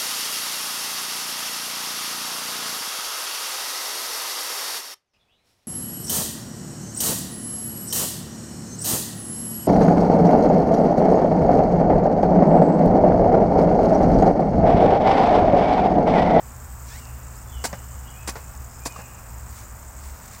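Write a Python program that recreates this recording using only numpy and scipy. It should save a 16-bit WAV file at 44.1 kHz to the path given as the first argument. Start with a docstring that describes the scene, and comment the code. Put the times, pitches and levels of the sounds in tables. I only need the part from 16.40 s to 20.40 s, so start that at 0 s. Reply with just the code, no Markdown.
"""Dusting a window screen in a wooded yard

A cloth zips over the mesh, then slaps it three times, ringing the frame; after each slap its
tail flops down dully. Soft wipes follow, fibres rubbing on the threads. Behind, a distant
engine drones and slows, insects sizzle and bird whistles echo among the trees."""
import sys
import numpy as np
from scipy import signal
from scipy.fft import rfft, irfft
from scipy.io import wavfile

SR = 44100
rng = np.random.default_rng(int(sys.argv[2]) if len(sys.argv) > 2 else 0)


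def bounce(signal):
    """Save signal as a 16-bit WAV file at the path given by the first command-line argument."""
    frames = np.transpose(np.atleast_2d(signal))
    limited = np.clip(frames, -1, 1)
    pcm = np.round(limited * 32767).astype(np.int16)
    wavfile.write(sys.argv[1], SR, pcm)


N = 176400
TIME = np.arange(N) / SR


def from_db(db):
    """Decibels to gain."""
    return 10 ** (np.asarray(db) / 20)


def unit_rms(x):
    """Scale to rms 1."""
    return x / np.sqrt(np.mean(x ** 2) + 1e-20)


def curves(rows):
    """Interpolate rows of (t/s, values...) to one curve per value column."""
    times, *columns = np.transpose(rows)
    return [np.interp(TIME, times, column) for column in columns]


def colour(x, spectrum):
    """Filter by rows of (f/Hz, level/dB), 24 dB/octave skirts; rms 1."""
    hz, db = np.transpose(spectrum)
    f = np.maximum(np.arange(N // 2 + 1) * SR / N, 1)
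    octaves_outside = np.abs(np.log2(f / np.clip(f, hz[0], hz[-1])))
    gain = from_db(np.interp(np.log(f), np.log(hz), db) - 24 * octaves_outside)
    return unit_rms(irfft(rfft(x) * gain, N))


def noise(spectrum):
    """Coloured Gaussian noise; rms 1."""
    return colour(rng.standard_normal(N), spectrum)


def grains(per_s):
    """Tiny random contacts of uneven size; rms 1."""
    return unit_rms((rng.random(N) < per_s / SR) * rng.standard_normal(N))


def drift(corner_hz):
    """Low-passed random wander; rms 1."""
    f = np.arange(N // 2 + 1) * SR / N
    return unit_rms(irfft(rfft(rng.standard_normal(N)) / (1 + (f / corner_hz) ** 2), N))


def burst(start_s, attack_s, hold_s, t60_s):
    """Envelope: linear attack, hold, exponential release."""
    age_s = TIME - start_s
    release_s = np.maximum(age_s - attack_s - hold_s, 0)
    return np.clip(age_s / attack_s, 0, 1) * np.exp(-np.log(1000) * release_s / t60_s)


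def ring(force, hz, t60_s):
    """One damped mode; a unit click rings it at height 1."""
    radius = np.exp(-np.log(1000) / (t60_s * SR))
    angle = 2 * np.pi * hz / SR
    return signal.lfilter([0, np.sin(angle)], [1, -2 * radius * np.cos(angle), radius ** 2],
                          force + 1e-18)


def tone(hz):
    """Sine following a pitch curve; rms 1."""
    return np.sqrt(2) * np.sin(2 * np.pi * (np.cumsum(hz) / SR + rng.random()))


def scatter(x, t60_s):
    """Diffuse echoes from trunks and leaves."""
    tail = rng.standard_normal(N) * burst(0.0036, 0.0055, 0, t60_s)
    return signal.fftconvolve(x, tail / np.sqrt(np.sum(tail ** 2)))[:N]


def distant_engine():
    """A far engine hums and slows over a wavering drone and low rumble."""
    firing = [(0, 120.4, -49.5), (.4, 121.8, -47), (1.3, 120.2, -46.5), (2.3, 120.9, -49),
              (2.7, 119.7, -51), (2.95, 112.9, -46.5), (3.25, 109.5, -46.5), (3.55, 103.4, -57),
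              (4, 100, -58)]  # firing rate and loudness: t/s, f/Hz, level/dB
    orders = [(.5, 1), (1, 0), (1.5, -19.5), (2, -14)]  # partials: multiple of firing rate, relative level/dB
    drone_swell = [(0, -46), (.3, -40), (.8, -38), (.92, -47), (1.2, -32.5), (1.42, -37.5), (1.58, -30.5),
                   (1.68, -48.5), (1.8, -41.5), (2.2, -37), (2.35, -45), (2.6, -35.5), (2.72, -55),
                   (3.0, -39.5), (3.5, -41), (3.68, -35.5), (4, -47.5)]  # drone envelope: t/s, relative level/dB
    rumble_spectrum = [(20, -18), (40, -5), (56, 0), (80, -7), (110, -8), (160, -16), (260, -21.5),
                       (500, -65)]  # f/Hz, relative level/dB
    firing_hz, db = curves(firing)
    hum = sum(from_db(db + order_db + 1.7 * drift(15)) * tone(k * firing_hz) for k, order_db in orders)
    swell_db, = curves(drone_swell)
    drone_gain = from_db(swell_db - 2.5 + 2.6 * drift(15))
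    drone_hz = 67.1 * (1 + 0.048 * drift(10.3))
    return hum + drone_gain * tone(drone_hz) + from_db(-44) * noise(rumble_spectrum)


def chorus(spectrum, flutter_db, flutter_hz):
    """Many tiny rasps merge into a fluttering hiss; rms 1."""
    return unit_rms(noise(spectrum) * from_db(flutter_db * np.tanh(drift(flutter_hz))))


def insects():
    """Katydids, crickets and a higher hiss sizzle together."""
    # chorus spectra: f/Hz, relative level/dB
    katydids = [(5500, -16), (6500, -2.5), (7200, 4), (8000, -1), (9000, -7.5), (11000, -38)]
    crickets = [(6300, -11), (7200, -14), (8050, 11.5), (8450, -8), (9800, -13), (11000, -30)]
    high_hiss = [(11500, -27), (12500, -14), (13300, -1.5), (14500, -1.5), (16000, -7.5)]
    return (from_db(-51) * chorus(katydids, flutter_db=7.5, flutter_hz=150)
            + from_db(-57) * chorus(crickets, flutter_db=6, flutter_hz=27)
            + from_db(-53.5) * chorus(high_hiss, flutter_db=3, flutter_hz=60))


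def leaves_and_traffic():
    """Steady hush of leaves and far traffic."""
    hush_spectrum = [(120, -2.5), (250, -3), (380, -2.5), (600, 0), (900, 3), (1250, 1.5), (1700, -3),
                     (2400, -10.5), (3400, -18.5), (4300, -18.5), (5200, -11.5), (6300, -14.5), (9500, -12),
                     (11000, -20.5), (16000, -15)]  # f/Hz, relative level/dB
    return from_db(-47.5) * noise(hush_spectrum)


def wipes():
    """Fibres rub the mesh; on the fastest stroke its evenly spaced threads give a rising zip."""
    strokes = [(0.538, 0.075, -44.5), (0.943, 0.021, -51.5), (1.988, 0.032, -50.5), (2.58, .04, -51),
               (3.172, 0.073, -46.5), (3.657, 0.073, -50), (3.955, 0.17, -47.5)]  # cloth strokes: centre t/s, half length/s, level/dB
    rub_spectrum = [(400, -16), (1000, -2), (2200, 1.5), (3200, -6.5), (4200, -2.5), (6000, 1.5), (8700, 0),
                    (12000, -13.5), (16000, 1)]  # f/Hz, relative level/dB
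    zip_glide = [(.495, 1654, -62), (.52, 1715, -48), (.57, 2026, -53), (.588, 2260, -51), (.61, 2400, -74)]  # thread-crossing tone: t/s, f/Hz, level/dB
    zip_partials = [(1, -1), (1.45, -9), (2.001, -7.5), (3, -9)]  # multiple of zip pitch, relative level/dB
    pressure = sum(from_db(db) * np.exp(-((TIME - t) / half_s) ** 2) for t, half_s, db in strokes)
    rub = pressure * colour(grains(per_s=5000), rub_spectrum) * from_db(2 * drift(40))
    glide_hz, zip_db = curves(zip_glide)
    rough_hz = glide_hz * (1 + 0.016 * drift(300))
    zip_tone = sum(from_db(db) * tone(k * rough_hz) for k, db in zip_partials)
    zipping = (TIME > zip_glide[0][0]) & (TIME < zip_glide[-1][0])
    return rub + zipping * from_db(zip_db) * zip_tone


def frame_ticks():
    """The frame ticks lightly as it is turned."""
    ticks = [(0.489, -40), (0.654, -38.5), (1.297, -53), (1.3285, -34), (1.9555, -44), (2.151, -41.5),
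             (2.5235, -37.5)]  # t/s, level/dB
    tick_spectrum = [(2500, -18), (4300, -4), (6800, 3), (9000, -18), (15000, -18)]  # f/Hz, relative level/dB
    envelope = sum(from_db(db) * burst(t, 0.00046, 0, t60_s=0.0093) for t, db in ticks)
    return envelope * noise(tick_spectrum)


def birds():
    """Warbling, gliding whistles, smeared by the woods."""
    whistles = [(0.576, 0.14, 2950, 2480, -53), (0.964, 0.036, 4960, 5450, -55),
                (1.075, 0.092, 3440, 3370, -54.5), (1.117, .1, 3150, 2750, -46.5),
                (1.648, 0.066, 2840, 2940, -51), (1.668, 0.037, 3150, 3360, -51),
                (1.727, .13, 2365, 2683, -49), (2.286, 0.12, 5080, 5230, -55.5),
                (2.401, 0.14, 2380, 2565, -48), (2.499, 0.19, 3027, 2308, -51)]  # t/s, length/s, start f/Hz, end f/Hz, relative level/dB
    warble = 1 + 0.017 * drift(112.3)
    song = 0
    for t, length_s, start_hz, end_hz, db in whistles:
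        progress = np.clip((TIME - t) / length_s, 0, 1)
        envelope = np.sqrt(np.abs(np.sin(np.pi * progress)))
        glide_hz = start_hz + (end_hz - start_hz) * progress
        song += from_db(db) * envelope * tone(glide_hz * warble)
    return from_db(-6) * song + from_db(-4) * scatter(song, t60_s=1.5)


def slaps():
    """The cloth's edge lands, then its bulk: low smack, spray of fibre contacts, mesh thud, frame ring."""
    # cloth impacts, levels relative: t/s, edge attack/s, edge smack/dB, edge spray/dB,
    # bulk delay/s, bulk smack/dB, bulk spray/dB, mesh thud/dB
    impacts = [(1.2392, .0015, -21.5, -23.5, 0.0097, -23, -20, -29.5),
               (1.8747, 0.00082, -23.5, -24.5, .0128, -25.5, -25.5, -35),
               (2.4524, 0.0026, -31, -26, 0.00596, -25, -23, -29.5)]
    smack_spectrum = [(120, -13), (180, -3.5), (260, -3), (450, -1.5), (650, -1), (850, 2.5), (1120, -2),
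                      (1330, -8.5), (1550, -3), (2200, -6.5), (3000, -15), (5000, -7)]  # f/Hz, relative level/dB
    spray_spectrum = [(1500, -14), (3400, -12), (4400, -4), (7400, 0), (9900, -5.5), (12200, -15),
                      (15500, -11)]  # f/Hz, relative level/dB
    frame_modes = [(245, -10, .12), (539, -11, .07), (755, -6, .07), (935, -2, .08), (1175, -6, .07),
                   (1680, -6, .06), (2233, -5, .06), (2498, -8, .1), (4639, -2, .04), (5730, -2, .04),
                   (7400, 3, .045)]  # frame and mesh resonances: f/Hz, relative level/dB, t60/s
    bulk_attack_s, hold_s, smack_t60_s = 0.0013, 0.0038, 0.062
    spray_lag_s, spray_hold_s, spray_t60_s = 0.002, 0.0085, 0.065
    fibres_per_s, mesh_hz = 6400, 281
    push = brush = thud = 0
    for t, attack_s, edge_db, edge_spray_db, delay_s, bulk_db, bulk_spray_db, thud_db in impacts:
        bulk_t = t + delay_s
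        push += from_db(edge_db) * burst(t, attack_s, hold_s, smack_t60_s)
        push += from_db(bulk_db) * burst(bulk_t, bulk_attack_s, hold_s, smack_t60_s)
        edge_brush = burst(t, attack_s, spray_hold_s, spray_t60_s)
        bulk_brush = burst(bulk_t + spray_lag_s, bulk_attack_s, spray_hold_s, spray_t60_s)
        brush += np.maximum(from_db(edge_spray_db) * edge_brush, from_db(bulk_spray_db) * bulk_brush)
        mesh = np.sin(2 * np.pi * mesh_hz * (TIME - bulk_t))
        thud += from_db(thud_db) * burst(bulk_t, bulk_attack_s, hold_s, t60_s=0.032) * mesh
    smack = from_db(-5.5) * push * noise(smack_spectrum)
    spray = from_db(-6.5) * brush * colour(grains(fibres_per_s), spray_spectrum)
    force = push * grains(fibres_per_s) / 10
    frame = sum(from_db(db) * ring(force, hz, t60_s) for hz, db, t60_s in frame_modes)
    return smack + spray + thud + from_db(-18.5) * frame


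def flops():
    """The cloth's tail falls on the screen: a puff, a hollow knock, a thump of the slack mesh."""
    # tail landings: t/s, puff level/dB, puff hold/s, knock f/Hz, knock level/dB, thump level/dB
    landings = [(1.3286, -30.5, 0.0018, 557, -25, -28.5), (1.954, -34.5, 0.013, 1010, -43, -50),
                (2.56, -40, 0.0033, 1173, -30.5, -50), (2.587, -44, 0.024, 540, -44, -38)]
    puff_spectrum = [(150, -24), (320, -9), (560, 2.5), (800, 1), (1100, -1.5), (1700, -4.5), (3200, -22.5),
                     (5500, -16.5), (8500, -35), (13000, -51)]  # f/Hz, relative level/dB
    thump_hz = 178
    puff = noise(puff_spectrum)
    sound = 0
    for t, puff_db, hold_s, knock_hz, knock_db, thump_db in landings:
        rad_per_hz = 2 * np.pi * (TIME - t)
        sound += from_db(puff_db) * burst(t, 0.0016, hold_s, t60_s=0.094) * puff
        sound += from_db(knock_db) * burst(t, 0.003, 0.00067, t60_s=0.031) * np.sin(knock_hz * rad_per_hz)
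        sound += from_db(thump_db) * burst(t, 0.0023, 0.001, t60_s=0.067) * np.sin(thump_hz * rad_per_hz)
    return sound


def scene():
    """The screen close by, the yard all around; mono."""
    screen = slaps() + flops() + frame_ticks() + wipes()
    echoes = from_db(-20) * scatter(screen, t60_s=0.63)
    return (screen + echoes + birds() + distant_engine() + insects() + leaves_and_traffic())[None]


def record(dry):
    """Steep low-pass on the top treble."""
    cutoff_hz = 15800
    return signal.sosfilt(signal.ellip(12, 0.1, 80, cutoff_hz, fs=SR, output="sos"), dry)


dry = scene()
out = record(dry)
bounce(out)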